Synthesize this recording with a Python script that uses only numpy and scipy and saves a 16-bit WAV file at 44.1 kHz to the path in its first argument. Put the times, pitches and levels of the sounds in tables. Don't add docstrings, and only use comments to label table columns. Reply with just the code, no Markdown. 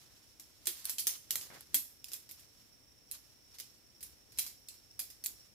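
import sys
import numpy as np
from scipy.fft import rfft, irfft, next_fast_len
from scipy.io import wavfile
from scipy.ndimage import uniform_filter1d, map_coordinates

SR = 44100
rng = np.random.default_rng(int(sys.argv[2]) if len(sys.argv) > 2 else 0)


def log_audio(samples):
    frames = np.atleast_2d(samples).T
    limited = np.clip(frames, -1, 1)
    pcm = np.round(limited * 32767).astype(np.int16)
    wavfile.write(sys.argv[1], SR, pcm)


N = 244300

# start_s, level_db, tail_db, bright_db, body_db, bend_hz, wall_hz, ground_db
POLE_KNOCKS = [(0.397, -23, -1.5, 0, -1, 5680, 11600, -10),
               (0.6704, -2.5, -1, -0.5, -5.5, 3370, 14000, -16),
               (0.854, -7.5, -7.5, 7.5, -2.5, 2660, 10960, -14),
               (0.8954, -8, 0.5, 4.5, -7.5, 4240, 7620, -11), (0.983, -9, 1.5, -6.5, -20, 3170, 10400, -20),
               (0.9933, -9.5, 1.5, 5, -9, 4800, 9900, -5), (1.069, -2, 2, -1.5, -8.5, 6280, 14800, -6),
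               (1.3067, -3, -3, 0.5, -11.5, 2910, 12910, -13), (1.3555, -5.5, -3, 2, -0.5, 3250, 7400, -14),
               (1.6076, -23.5, -13, 8, 5, 5570, 10380, -16), (1.744, 1, 1.5, 5.5, -4.5, 3255, 11400, -5),
               (2.043, -17, -6, -2.5, -48, 5200, 7300, -20), (2.1329, -13, 0, 1, -6, 3380, 11770, -6),
               (2.3115, -20.5, -3, 2, -7, 3600, 13050, -7), (3.113, -13.5, -2, 7, -9, 4100, 11200, -4),
               (3.5995, -17.5, -1.5, -4.5, -6.5, 2900, 7260, -5), (4.028, -18, 1, 3.5, -5, 5800, 10600, -8),
               (4.3865, -4.5, 1.5, -1, -8, 3990, 12130, -2.5), (4.685, -19, -1, -4.5, -30, 4230, 7760, -12),
               (4.992, -10.5, 2, 0.5, -6, 4870, 12300, -4), (5.239, -14, 2, 4.5, -12, 4500, 14900, -4),
               (5.26, -5.5, -7, 3.5, -11, 4600, 7060, -8)]
# start_s, level_db
POLE_GRAZES = [(0.656, -19.5), (0.771, -30), (0.795, -30), (0.8434, -24), (1.4104, -20), (1.427, -25),
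               (2.083, -26.5), (2.117, -22.5), (2.2908, -27), (2.394, -32.5), (3.585, -23), (4.007, -29),
               (4.32, -34), (4.374, -26), (4.4641, -18.5), (4.742, -35.5), (5.1014, -26.5)]
# tail_db, bright_db, body_db, bend_hz, wall_hz, ground_db
GRAZE_TONE = (2.5, -4, -6, 5000, 12000, -6)
def poles():
    out, t = np.zeros((2, N)), np.arange(SR // 2) / SR
    contacts = POLE_KNOCKS + [(start_s, level_db, *GRAZE_TONE) for start_s, level_db in POLE_GRAZES]
    for start_s, level_db, tail_db, bright_db, body_db, bend_hz, wall_hz, ground_db in contacts:
        tone = metal_tone(bright_db, body_db, bend_hz, wall_hz)
        hit = crack(t[:SR // 16], tone, stretch=amp(0.35 * tail_db))
        echoes = trunk_echoes(t, tone)
        ring = amp(-11 + 0.35 * bright_db) * tube_ring(t)
        ping = amp(-37 - 0.31 * bright_db) * bending_ping(t, bend_hz)
        add(out, start_s, amp(level_db - 1.5) * hit)
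        add(out, start_s + GROUND_DELAY_S, amp(level_db + ground_db) * ground_echo(hit))
        add(out, start_s, amp(level_db + tail_db) * (echoes + ring + ping))
    return place(out, right_db=3.0)


# freq_hz, gain_db
METAL_SPECTRUM = [(100, -30.5), (300, -21), (900, -22), (1400, -19), (2200, -8), (3200, -7.5), (4800, -2.5),
                  (7200, -3), (8100, -4.5), (9500, -3), (12000, -0.5), (14000, -6), (15300, -5.5),
                  (16500, -17)]
def metal_tone(bright_db, body_db, bend_hz, wall_hz):
    knots_hz = np.arange(0, SR / 2, 170)
    lesser_db = 2.6 * np.minimum(knots_hz / 2500, 1) * rng.standard_normal(len(knots_hz))

    def tone(hz):
        treble = bright_db * along([(5500, 0.026), (11500, 0.935), (13000, 1), (15000, 0.87)], hz)
        body = (body_db + 11) * along([(1400, 0.81), (2600, 0.012)], hz)
        bend = resonance(hz, bend_hz, width_hz=120, lift_db=6.0)
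        wall = resonance(hz, wall_hz, width_hz=250, lift_db=6.5)
        return along(METAL_SPECTRUM, hz) + treble + body + bend + wall + np.interp(hz, knots_hz, lesser_db)
    return tone


# freq_hz, gain_db
CRACK_LIFT = [(1500, 0), (7000, 0), (11000, 1.5)]
def crack(t, tone, stretch):
    attack_s, t60_s = 0.00048 * stretch, 0.016 * stretch
    noise = rng.standard_normal((2, len(t))) + 0.48 * rng.standard_normal(len(t))
    bounces = amp(3.5 * unit(uniform_filter1d(rng.standard_normal(len(t)), size=24)))
    envelope = (1 - np.exp(-(t / attack_s) ** 2)) * amp(-60 * t / t60_s)
    return unit_energy(colour(noise * bounces * envelope, lambda hz: tone(hz) + along(CRACK_LIFT, hz)))


# pitch_hz, level_db, t60_s
TUBE_MODES = [(2650, -12, 0.13), (3270, -14, 0.12), (3480, -18, 0.14), (4700, -9, 0.15), (5170, -31, .2),
              (6300, -35, .18), (7500, 1, 0.22), (8850, -14.5, 0.12), (10340, 5, .2), (10540, 2, 0.14),
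              (11305, 5, 0.14), (11200, -13, .22), (11650, -20, 0.2), (12100, -2, .2), (11900, 1, 0.16),
              (12900, -4, .24), (12770, -4, 0.13), (12863, 7, 0.17), (13148, -3, .2), (13325, -6, 0.15),
              (15400, -8, .2)]
def tube_ring(t, spread_db=3.5):
    pitch_hz, level_db, t60_s = np.transpose(TUBE_MODES)[:, :, None]
    modes = amp(level_db - 60 * t / t60_s) * np.sin(2 * np.pi * pitch_hz * t)
    shares = amp(spread_db * rng.standard_normal((2, len(TUBE_MODES))))
    signs = rng.choice([-1, 1], len(TUBE_MODES))
    return unit_energy((shares * signs) @ modes)


def bending_ping(t, pitch_hz, t60_s=0.062):
    return amp(-60 * t / t60_s) * np.sin(2 * np.pi * pitch_hz * t)


GROUND_DELAY_S = 0.0068
# freq_hz, gain_db
GROUND_TILT = [(1500, -6.5), (7000, -8), (11000, 3)]
def ground_echo(hit, right_db=1.5):
    return pan(unit_energy(colour(hit[::-1], lambda hz: along(GROUND_TILT, hz))), right_db)


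def trunk_echoes(t, tone, rise_s=0.0025, near_t60_s=0.2, far_t60_s=0.4, far_db=-9.5):
    lumps = amp(unit(uniform_filter1d(rng.standard_normal((2, len(t))), size=70, axis=1)))
    fade = np.hypot(amp(-60 * t / near_t60_s), amp(far_db - 60 * t / far_t60_s))
    onset = 1 - np.exp(-(t / rise_s) ** 2)
    echoes = rng.standard_normal((2, len(t))) * lumps * fade * onset
    tilt = [(300, 3.5), (1500, -1.5), (4000, 0.5), (15400, 1.5), (16000, -9)]  # freq_hz, gain_db
    return unit_energy(colour(echoes, lambda hz: tone(hz) + along(tilt, hz)))


# freq_hz, side_db
CLICK_WIDTH = [(300, -7.5), (2000, -4), (4500, 0), (9000, 0.5)]
def place(x, right_db):
    mid = (x[0] + x[1]) / 2
    side = colour((x[0] - x[1]) / 2, lambda hz: along(CLICK_WIDTH, hz))
    return pan(np.array([mid + side, mid - side]), right_db)


# start_s, level_db, pitch_hz, t60_s
POLE_THUMPS = [(0.67, -46, 356, 0.14), (1.744, -48.5, 250, 0.19)]
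def thumps(attack_s=0.0068):
    out, t = np.zeros((2, N)), np.arange(SR // 2) / SR
    for start_s, level_db, pitch_hz, t60_s in POLE_THUMPS:
        phase = 2 * np.pi * pitch_hz * t + wobble(54)[:len(t)]
        envelope = amp(level_db - 60 * t / t60_s) * (1 - np.exp(-t / attack_s))
        add(out, start_s, pan(envelope * np.sin(phase), right_db=-2))
    return out


# peak_s, level_db, length_s
SLIDE_STROKES = [(0.01, -59.5, 0.38), (0.21, -64.5, 1), (0.79, -55.5, 0.68), (0.893, -48.5, 0.2),
                 (1.139, -49.5, 0.1), (1.39, -57, 0.4), (1.553, -56, 0.33), (1.74, -53.5, 0.065),
                 (2.43, -66, 0.13), (2.596, -64.5, 0.4), (3.152, -54.5, 0.11), (3.284, -66, 0.13),
                 (3.552, -57.5, 0.21), (4.428, -56, 0.28)]
# freq_hz, gain_db
SLIDE_SPECTRUM = [(200, -31.5), (1200, -5), (2200, -5), (4500, 1), (7000, -0.5), (8500, -5.5),
                  (12000, -1.5), (15300, -10.5)]
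def sliding(t, rise_share=0.49, depth_db=20, settle_db=-63.5, settle_db_per_s=42):
    gains = []
    for peak_s, level_db, length_s in SLIDE_STROKES:
        from_peak = np.maximum((peak_s - t) / rise_share, (t - peak_s) / (1 - rise_share)) / length_s
        gains.append(amp(level_db - depth_db * from_peak))
    for start_s, *_ in POLE_KNOCKS:
        gains.append((t > start_s) * amp(settle_db - settle_db_per_s * np.abs(t - start_s)))
    stick_slip = amp(1.4 * wobble(500) + 2.36 * wobble(60))
    return np.linalg.norm(gains, axis=0) * stereo_noise(SLIDE_SPECTRUM, grain=stick_slip)


# start_s, hold_s, level_db
FABRIC_DRAGS = [(0, 0.24, -77), (1.324, 0.15, -66.5), (1.499, 0.07, -56)]
# freq_hz, gain_db
FABRIC_SPECTRUM = [(71, -23), (120, -3.5), (384, -6.5), (715, -3.5), (1250, -6), (1520, -5), (1880, -4.5),
                   (6000, -26), (7800, -42), (13200, -120)]
def dragging(t, attack_s=0.0023, release_db_per_s=420):
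    gain = np.zeros(N)
    for start_s, hold_s, level_db in FABRIC_DRAGS:
        catch = np.clip((t - start_s) / attack_s, 0, 1)
        gain += catch * amp(level_db - release_db_per_s * np.maximum(t - start_s - hold_s, 0))
    return gain * stereo_noise(FABRIC_SPECTRUM, grain=amp(2.2 * wobble(250)))


# peak_s, level_db
BODY_SWAYS = [(1.37, -63.5), (1.74, -66), (4.07, -69), (4.35, -66.5), (5.29, -67)]
# freq_hz, gain_db
STIR_SPECTRUM = [(20, -39.5), (35, -29), (55, 0.5), (80, 0), (130, -2), (190, -13), (400, -10), (1000, -53)]
def swaying(t, half_length_s=0.086):
    gain = sum(amp(level_db) * np.exp(-((t - peak_s) / half_length_s) ** 2)
               for peak_s, level_db in BODY_SWAYS)
    return gain * stereo_noise(STIR_SPECTRUM)


# freq_hz, gain_db
INSECT_SPECTRUM = [(4300, -29), (5100, -14), (5380, -0.5), (5600, -0.5), (5950, -22.5), (6800, -24)]
def insects(t, start_db=-69, swell_db_per_s=0.69):
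    flutter = amp(2.2 * wobble(70))
    return amp(start_db + swell_db_per_s * t) * stereo_noise(INSECT_SPECTRUM, grain=flutter)


# freq_hz, gain_db
AIR_SPECTRUM = [(15, -35), (25, -20), (43, -4), (93, -4), (176, -8), (318, -4.5), (354, -12), (501, -9),
                (1210, -17.5), (1910, -15), (4870, -16), (5420, -10), (6720, -18.5), (15000, -20.5)]
def forest_air(air_db=-67.0, breeze_db=-73.5):
    air = amp(air_db + 0.13 * wobble(2.1)) * stereo_noise(AIR_SPECTRUM)
    return air + amp(breeze_db) * stereo_noise(STIR_SPECTRUM)


# freq_hz, left_minus_right_db
NOISE_BALANCE = [(60, 10.5), (120, 8), (250, 5), (700, 2), (1300, 0), (4400, -3.5), (15000, -3.5)]
# freq_hz, correlation
NOISE_CORRELATION = [(50, 0.145), (250, 0.59), (1000, 0.19), (3000, 0.057), (12000, .05)]
def stereo_noise(spectrum, grain=1):
    size = next_fast_len(N, real=True)
    hz = np.fft.rfftfreq(size, 1 / SR)
    angle = np.arccos(along(NOISE_CORRELATION, hz)) / 2
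    mid, side = rfft(rng.standard_normal((2, N)) * grain, size) * [np.cos(angle), np.sin(angle)]
    lean_db = along(NOISE_BALANCE, hz) / 2
    gain = amp(along(spectrum, hz) + [lean_db, -lean_db])
    return unit(irfft(np.array([mid + side, mid - side]) * gain, size)[:, :N])


def resonance(hz, centre_hz, width_hz, lift_db):
    return 10 * np.log10(1 + amp(lift_db) ** 2 / (1 + (2 * (hz - centre_hz) / width_hz) ** 2))


def colour(x, gain_db):
    size = next_fast_len(x.shape[-1] + SR // 20, real=True)
    cepstrum = irfft(np.log(amp(gain_db(np.fft.rfftfreq(size, 1 / SR)))), size)
    cepstrum[1:size // 2] *= 2
    cepstrum[size // 2:] = 0
    return irfft(rfft(x, size) * np.exp(rfft(cepstrum)), size)[..., :x.shape[-1]]


def along(points, hz):
    knots_hz, values = np.transpose(points)
    return np.interp(np.log(hz + 1), np.log(knots_hz), values)


def wobble(rate_hz):
    knots = rng.standard_normal(int(N * rate_hz / SR) + 4)
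    return map_coordinates(knots, [np.arange(N) * rate_hz / SR])


def add(track, start_s, sound):
    start = round(start_s * SR)
    track[:, start:start + sound.shape[1]] += sound[:, :N - start]


def pan(x, right_db):
    return x * amp([[-right_db / 2], [right_db / 2]])


def amp(db):
    return 10 ** (np.asarray(db) / 20)


def unit(x):
    return x / np.sqrt(np.mean(x ** 2) + 1e-20)


def unit_energy(x):
    return unit(x) / np.sqrt(x.shape[-1])


def scene():
    t = np.arange(N) / SR
    work = poles() + thumps() + sliding(t) + amp(1.0) * dragging(t) + swaying(t)
    return work + forest_air() + insects(t)


# freq_hz, gain_db
TREBLE_CUT = [(15500, 0), (15700, -12), (16400, -16), (16800, -90)]
def record(dry):
    size = next_fast_len(N + SR // 2)
    gain = amp(along(TREBLE_CUT, np.fft.rfftfreq(size, 1 / SR)))
    return irfft(rfft(dry, size) * gain, size)[:, :N]


dry = scene()
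out = record(dry)
log_audio(out)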